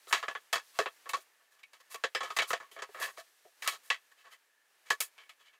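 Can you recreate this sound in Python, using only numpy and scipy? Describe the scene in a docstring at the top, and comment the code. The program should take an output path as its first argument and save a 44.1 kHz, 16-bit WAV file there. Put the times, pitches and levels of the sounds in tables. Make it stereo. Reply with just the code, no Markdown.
"""At a workbench, close to a small stereo microphone, plywood parts of a jig are knocked and slid together.
Every contact shakes the same boards; most rattles are cut short, fading out within about a tenth
of a second. A wing nut clinks on its bolt three times. Sleeves and fingers rustle in between,
over a faint workshop hiss with a whirr in it."""
import sys
import numpy as np
from scipy import signal
from scipy.io import wavfile

SR = 44100
rng = np.random.default_rng(int(sys.argv[2]) if len(sys.argv) > 2 else 0)


def transcribe(u):
    """Save the signal u as a 16-bit wav file named by the first command-line argument.

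    u: samples, shape (n,) or (channels, n), limited to [-1, 1]; the rate is SR.
    q: integer samples, one column per channel.
    """
    v = np.clip(np.atleast_2d(u).T, -1, 1)
    q = np.round(v * 32767).astype(np.int16)
    wavfile.write(sys.argv[1], SR, q)


N = 246519

# Wood on wood: t/s, body level/dB, thud over body/dB, brightness, crack over rattle/dB,
# favoured f/Hz, nominal t60/s
KNOCKS = [(0.071, -55.5, 7.5, -4, 14.5, 1260, 0.17), (0.127, -19, -16.5, -6, 13.5, 1060, 0.25),
          (0.228, -30, -10.5, -22, 12.5, 1145, 0.17), (0.281, -27.5, -10.5, -16, -3.5, 1866, 0.19),
          (0.351, -31, -10.5, -23.5, 11, 1360, 0.14), (0.528, -20, -16.5, -2, -0.5, 1700, 0.14),
          (0.555, -25, -10.5, -8.5, -7, 1063, 0.19), (0.789, -24, 1, -8, 16.5, 432, 0.18),
          (0.8587, -23.5, -11, -33, 11, 1630, .13), (1.057, -42, -8.5, -22, 2, 1125, 0.34),
          (1.092, -37.5, -8, 5, 5, 1550, 0.12), (1.134, -26, -13.5, -7.5, 5.5, 1065, 0.16),
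          (1.168, -48, 3.5, 1, 0, 670, 0.18), (1.635, -59.5, -34, 1, 13, 2260, 0.084),
          (1.733, -52, -14, -1, 9, 1010, 0.21), (1.944, -37.5, 0, 0, 9, 1180, .11),
          (2.038, -23, -4.5, -10.5, 9, 1630, 0.14), (2.149, -30.5, -0.5, -6, 12, 1690, 0.18),
          (2.206, -29, -9.5, -12.5, 6.5, 1075, 0.21), (2.231, -40, 3, -2, 1, 1270, 0.24),
          (2.303, -33.5, -10, -9.5, 4.5, 1290, .15), (2.365, -24.5, -10, -2, 0.5, 1170, 0.13),
          (2.388, -24.5, -5, -9, 15, 2330, .18), (2.42, -29.5, -13, -5, -6, 1174, 0.15),
          (2.504, -24.5, -8.5, -12, -5, 1270, 0.12), (2.531, -24, -7.5, -9.5, 7, 1400, .16),
          (2.6, -39.5, -5.5, -16.5, -13, 965, 0.25), (2.713, -57, 3.5, 6, -4.5, 3010, 0.32),
          (2.763, -44.5, -3, -28, 6, 980, 0.37), (2.788, -38.5, -15, -12, 4, 1610, 0.14),
          (2.82, -28.5, -9, -8.5, -6, 1350, 0.13), (2.889, -58.5, 13, -18, 6, 665, 0.11),
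          (2.945, -42, -7.5, -19, 5, 990, 0.38), (2.999, -53, 8.5, 10, 6, 1770, 0.44),
          (3.174, -44.5, 3, -27, 2, 674, 0.079), (3.449, -61.5, 11, -27, -15, 520, 0.15),
          (3.622, -41.5, -14, 2, 5.5, 2310, 0.25), (3.676, -25, -14.5, 3, 11.5, 1258, 0.14),
          (3.902, -24.5, -22, -8, 10, 2020, 0.19), (4.903, -22, -7, -3.5, -5, 1770, 0.15),
          (5.004, -34.5, -8.5, 9.5, 5, 2360, 0.17), (5.18, -59.5, -3.5, -1.5, 15.5, 2194, 0.3),
          (5.293, -49, -29, -0.5, 4.5, 2220, 0.15)]
# Factor on t60 for thud, body, clack, tick and air: the low end dies first
BAND_DECAY = [0.6, 0.7, 0.79, 0.8, 1.011]
RISE_S, LENGTH_SHARE = .001, 0.61   # the rattle's attack; its length as a share of the nominal t60


def knocks():
    """A sharp crack, then a rattle that fades out abruptly: both as envelopes in five bands."""
    shaking, cracks = np.zeros((5, N)), np.zeros((5, N))
    for s, body_db, thud_db, brightness, crack_db, hz, t60 in KNOCKS:
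        gains = band_gains(body_db, thud_db, brightness, hz, crack_db)
        t = np.arange(round(LENGTH_SHARE * t60 * SR)) / SR
        attack = np.minimum(t / RISE_S, 1)
        decay = amp(-60 * t / np.outer(BAND_DECAY, t60))
        fade_out = np.cos(np.pi / 2 * t / t[-1])
        add(shaking, round(s * SR), gains * attack * decay * fade_out)
        add(cracks, round(s * SR), amp(crack_db) * gains)
    return shaking, cracks


# Wood along wood, and a sleeve brushing past at 3.856 s: peak t/s, body level/dB, brightness, favoured f/Hz,
# length/s
SLIDES = [(0.1, -62.5, 12, 1120, 0.095), (0.113, -39, -32, 1660, 0.028), (.775, -56, 4.5, 1120, 0.16),
          (1.215, -72.5, 11.5, 1070, 0.052), (1.412, -68.5, -10, 667, 0.079), (1.532, -68, 4.5, 1040, 0.12),
          (1.597, -65, 0.5, 1740, 0.052), (1.807, -57, 0.5, 1070, 0.032), (1.92, -53, 7.5, 1090, 0.08),
          (1.981, -67, -15, 1120, 0.11), (2.282, -56, -23, 1320, 0.097), (2.495, -53, 11, 1020, 0.08),
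          (3.007, -47, -14, 1305, 0.15), (3.034, -40, 2, 1830, 0.078), (3.084, -43.5, -9, 1100, 0.063),
          (3.187, -48.5, 1, 664, 0.078), (3.648, -46, 2, 1330, 0.031), (3.667, -38.5, -6, 1250, 0.023),
          (3.736, -45.5, 0.5, 1230, 0.081), (3.856, -67.5, 10, 1850, 0.12), (4.12, -66, 3.5, 1800, 0.034),
          (4.194, -66.5, 2, 2590, 0.11), (4.263, -52, -12, 1085, 0.085), (4.325, -57.5, 3, 1910, 0.08),
          (4.872, -56.5, 1.5, 2180, 0.07), (5.197, -65, -10, 2290, 0.17), (5.41, -65, 0.5, 3060, 0.071),
          (5.469, -67, 1, 3070, 0.09), (5.541, -65.5, -3, 2620, 0.068)]
SWELL_SHARE, SLIDE_THUD_DB = 0.33, -14.5   # attack as a share of the length; thud over body


def slides():
    """Rubbing parts shake the boards in a soft swell and a longer fade: envelopes in five bands."""
    shaking = np.zeros((5, N))
    for s, body_db, brightness, hz, length in SLIDES:
        swell, fade = round(SWELL_SHARE * length * SR), round((1 - SWELL_SHARE) * length * SR)
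        stroke = np.r_[np.hanning(2 * swell)[:swell], np.hanning(2 * fade)[fade:]]
        add(shaking, round(s * SR) - swell, band_gains(body_db, SLIDE_THUD_DB, brightness, hz) * stroke)
    return shaking


def band_gains(body_db, thud_db, brightness, hz, crack_db=0):
    """Thud, body, clack, tick and air gains of a contact; a higher or harder one clacks more."""
    clack_db, tick_db, air_db = np.array([-2, 1.5, 2.5]) + brightness * np.array([0.37, 0.68, 1.92])
    clack_db += 4.5 * np.log2(hz / 1500) + 0.49 * crack_db
    return amp(body_db + np.array([thud_db, 0, clack_db, tick_db, air_db]))[:, None]


# The ring of the plywood: f/Hz, width/Hz (the narrowest are widened in play), level/dB
BOARD_MODES = [(431, 46, -11), (521, 35.5, -5), (671, 26.7, -4.5), (935.5, 21, -27.5), (1120, 26, -2),
               (1335, 17, -24.5), (1262, 55, -6.5), (1560, 17, -28.5), (1721, 20, -3), (1814, 84, -6),
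               (1964, 120, -7.5), (2249, 84, -3), (2607, 110, -6), (3060, 180, -7), (3333, 47, -6.5),
               (3900, 333, -10), (4490, 57, -11.5), (4700, 33, -22), (6600, 540, -17.5)]
# Edges of the thud, body, clack, tick and air bands: f/Hz
BAND_EDGES_HZ = [300, 800, 1700, 3600, 8000, 17000]
# Stereo width of the rattle in those bands: side over mid/dB
WIDTH_DB = [-20, -21.5, -11, -8, -9.5]
GRAIN_DB, BETWEEN_MODES_DB, BUMP_DB = 1.5, -12, 8
MIC_LOW_HZ, RATTLE_TOP_HZ = 353, 8950   # the microphone drops the bass; wood damps the highest tones


def boards(shaking, cracks):
    """Grainy noise rings the boards' modes; each crack arrives ahead of it, bypassing them."""
    grain = amp(GRAIN_DB * flicker(150)) * rng.standard_normal((2, 2, N))   # two mid/side pairs
    rattle, crack = 0, 0
    for k, (low, high) in enumerate(zip(BAND_EDGES_HZ, BAND_EDGES_HZ[1:])):
        width_gain = np.sqrt(SR / 2 / (high - low))
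        noise = band(grain[k % 2] * shaking[k] + 1e-12, low, high)   # neighbouring bands unrelated
        rattle += width_gain * noise * [[1], [amp(WIDTH_DB[k])]]
        crack += width_gain * (-1) ** k * band(cracks[k] + 1e-12, low, high)
    crack = np.convolve(crack, np.hanning(4) / 2)[:N]   # wood gives: a rounded contact
    rattle = roll_off(rattle, RATTLE_TOP_HZ, "low", order=1)
    wood = amp(BETWEEN_MODES_DB) * rattle - crack * [[1], [0]]   # the crack sits dead centre
    for (hz, width_hz, level_db), strength in zip(BOARD_MODES, mode_strengths()):
        wood += amp(level_db) * resonance(rattle * strength, hz, max(width_hz, 50, hz / 35))
    wood = roll_off(wood, MIC_LOW_HZ, "high", order=8)
    jolt = grain[1] * (amp(-21) * shaking[0] + amp(-29.5) * shaking[1] + amp(-12) * cracks[0])
    bump = amp(BUMP_DB) * band(jolt, 110, 667, order=1)   # faint weight under each contact
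    return left_right(*wood) + left_right(bump[0], 0.33 * bump[1])


def mode_strengths(chance_db=4, favour_db=10, favour_octaves=.05):
    """Each contact drives the modes in a new random balance, hardest near its favoured pitch."""
    onsets = [(s, hz) for s, *_, hz, t60 in KNOCKS]
    onsets += [(s - SWELL_SHARE * length, hz) for s, *_, hz, length in SLIDES]
    onsets = np.array(onsets)
    scatter_db = chance_db * rng.standard_normal((len(onsets), len(BOARD_MODES)))
    octaves_off = np.log2(np.array(BOARD_MODES)[:, 0] / onsets[:, 1:])
    strengths = amp(scatter_db + favour_db * np.exp(-.5 * (octaves_off / favour_octaves) ** 2))
    order = np.argsort(onsets[:, 0])
    latest = np.searchsorted(onsets[order, 0], np.arange(N) / SR, side="right") - 1
    return strengths[order][np.maximum(latest, 0)].T


# Small metal accents: t/s, peak level/dB, lowest partial f/Hz
CLINKS = [(1.631, -46, 2520), (2.149, -29, 5110), (2.714, -56, 3060)]
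# The ring of the nut: multiple of the lowest partial, level/dB, width/Hz
NUT_PARTIALS = [(1, 0, 70), (1.48, -14, 120)]


def wing_nut(t60=0.083):
    """The nut clinks on its bolt: a short jingle of noise rings narrow metal partials."""
    out, t = np.zeros((1, N)), np.arange(round(.1 * SR)) / SR
    for s, level_db, hz in CLINKS:
        jingle = rng.standard_normal(len(t)) * amp(-60 * t / t60)
        ring = sum(amp(db) * resonance(jingle, hz * ratio, width) for ratio, db, width in NUT_PARTIALS)
        add(out, round(s * SR), amp(level_db) * ring[None] / np.abs(ring).max())
    return out


# Fader moves of the rustle: t/s, level below about 3 kHz/dB, level above/dB
RUSTLE_LEVELS = [(0.0, -63.5, -64.5), (0.12, -58.5, -59), (0.3, -59, -62.5), (0.55, -63.5, -67.5),
                 (0.68, -62, -59.5), (1.039, -61.5, -64.5), (1.57, -69, -74), (1.8, -67, -71),
                 (2.01, -58, -62), (2.13, -63.5, -67.5), (2.4, -56.5, -58), (2.79, -63.5, -72),
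                 (2.94, -56.5, -59), (3.3, -64.5, -65), (3.559, -67, -68), (3.69, -54, -58),
                 (3.8, -63.5, -66), (4.599, -69, -73.5), (5.041, -63, -66.5), (5.59, -68, -74)]
# Tone of the hiss: f/Hz, relative spectral level/dB
HISS_COLOUR = [(40, -42), (270, -20), (400, -10.5), (800, -8.5), (1750, -6), (2830, -8), (9000, -12),
               (15000, -15.5)]
# Stereo width of the hiss: f/Hz, side over mid/dB
HISS_WIDTH = [(60, -4), (240, 4), (950, 8.5), (3770, 3.5), (15000, -4)]


def rustle_and_hiss():
    """Workshop hiss in half-octave bands; its lows and highs swell as sleeves and fingers move."""
    s, low_db, high_db = np.transpose(RUSTLE_LEVELS)
    layers, edges = [0, 0], 35 * 2 ** np.arange(0, 9.1, .5)
    white = rng.standard_normal((2, 2, N))
    waver_db = 0.77 * flicker(6)
    for k, (low, high) in enumerate(zip(edges, edges[1:])):
        hz = np.sqrt(low * high)
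        mid, side = band(white[k % 2], low, high)
        gain = amp(at_hz(HISS_COLOUR, hz) + waver_db)
        layers[int(hz > 3000)] += gain * left_right(mid, amp(at_hz(HISS_WIDTH, hz)) * side)
    t = np.arange(N) / SR
    return sum(amp(np.interp(t, s, db)) * unit_rms(x) for db, x in zip((low_db, high_db), layers))


def whirr(hz=1732, width_hz=170, level_db=-78):
    """A thin, narrow band of noise whose level flutters."""
    tone = resonance(resonance(rng.standard_normal(N), hz, width_hz), hz, 2 * width_hz)
    return amp(level_db + 1.7 * flicker(11)) * unit_rms(tone)


def amp(db):
    """dB to gain."""
    return 10 ** (np.asarray(db) / 20)


def unit_rms(x):
    """Scale to unit rms."""
    return x / np.sqrt(np.mean(x ** 2) + 1e-20)


def at_hz(points, hz):
    """Read a curve on a log frequency axis."""
    freqs, levels = np.transpose(points)
    return np.interp(np.log(hz), np.log(freqs), levels)


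def band(x, low, high, order=2):
    """Butterworth band-pass."""
    return signal.sosfilt(signal.butter(order, [low, high], "band", fs=SR, output="sos"), x)


def roll_off(x, hz, kind, order):
    """Butterworth low-pass or high-pass."""
    return signal.sosfilt(signal.butter(order, hz, kind, fs=SR, output="sos"), x)


def resonance(x, hz, width_hz):
    """Two-pole peak, gain 1 on top."""
    r = np.exp(-np.pi * width_hz / SR)
    feedback = [1, -2 * r * np.cos(2 * np.pi * hz / SR), r * r]
    return signal.lfilter(np.array([1, 0, -1]) * (1 - r * r) / 2, feedback, x)


def flicker(rate_hz):
    """Low-passed noise, spread about 1."""
    r = np.exp(-2 * np.pi * rate_hz / SR)
    return unit_rms(signal.lfilter([1], [1, -2 * r, r * r], rng.standard_normal(N + SR)))[SR:]


def left_right(mid, side):
    """Two channels from mid and side."""
    return np.array([mid + side, mid - side])


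def add(track, start, shape):
    """Mix a shape into the tracks at a sample."""
    start = max(start, 0)
    track[:, start:start + shape.shape[1]] += shape[:, :N - start]


def scene():
    """Knocked and rubbed boards up front, the nut beside them, rustle, hiss and whirr behind."""
    shaking, cracks = knocks()
    return boards(shaking + slides(), cracks) + wing_nut() + rustle_and_hiss() + whirr()


def record(dry):
    """The top rolls off, then is cut."""
    soft = roll_off(dry, 15800, "low", order=8)
    return signal.sosfilt(signal.cheby2(12, 70, 16900, fs=SR, output="sos"), soft)


dry = scene()
out = record(dry)
transcribe(out)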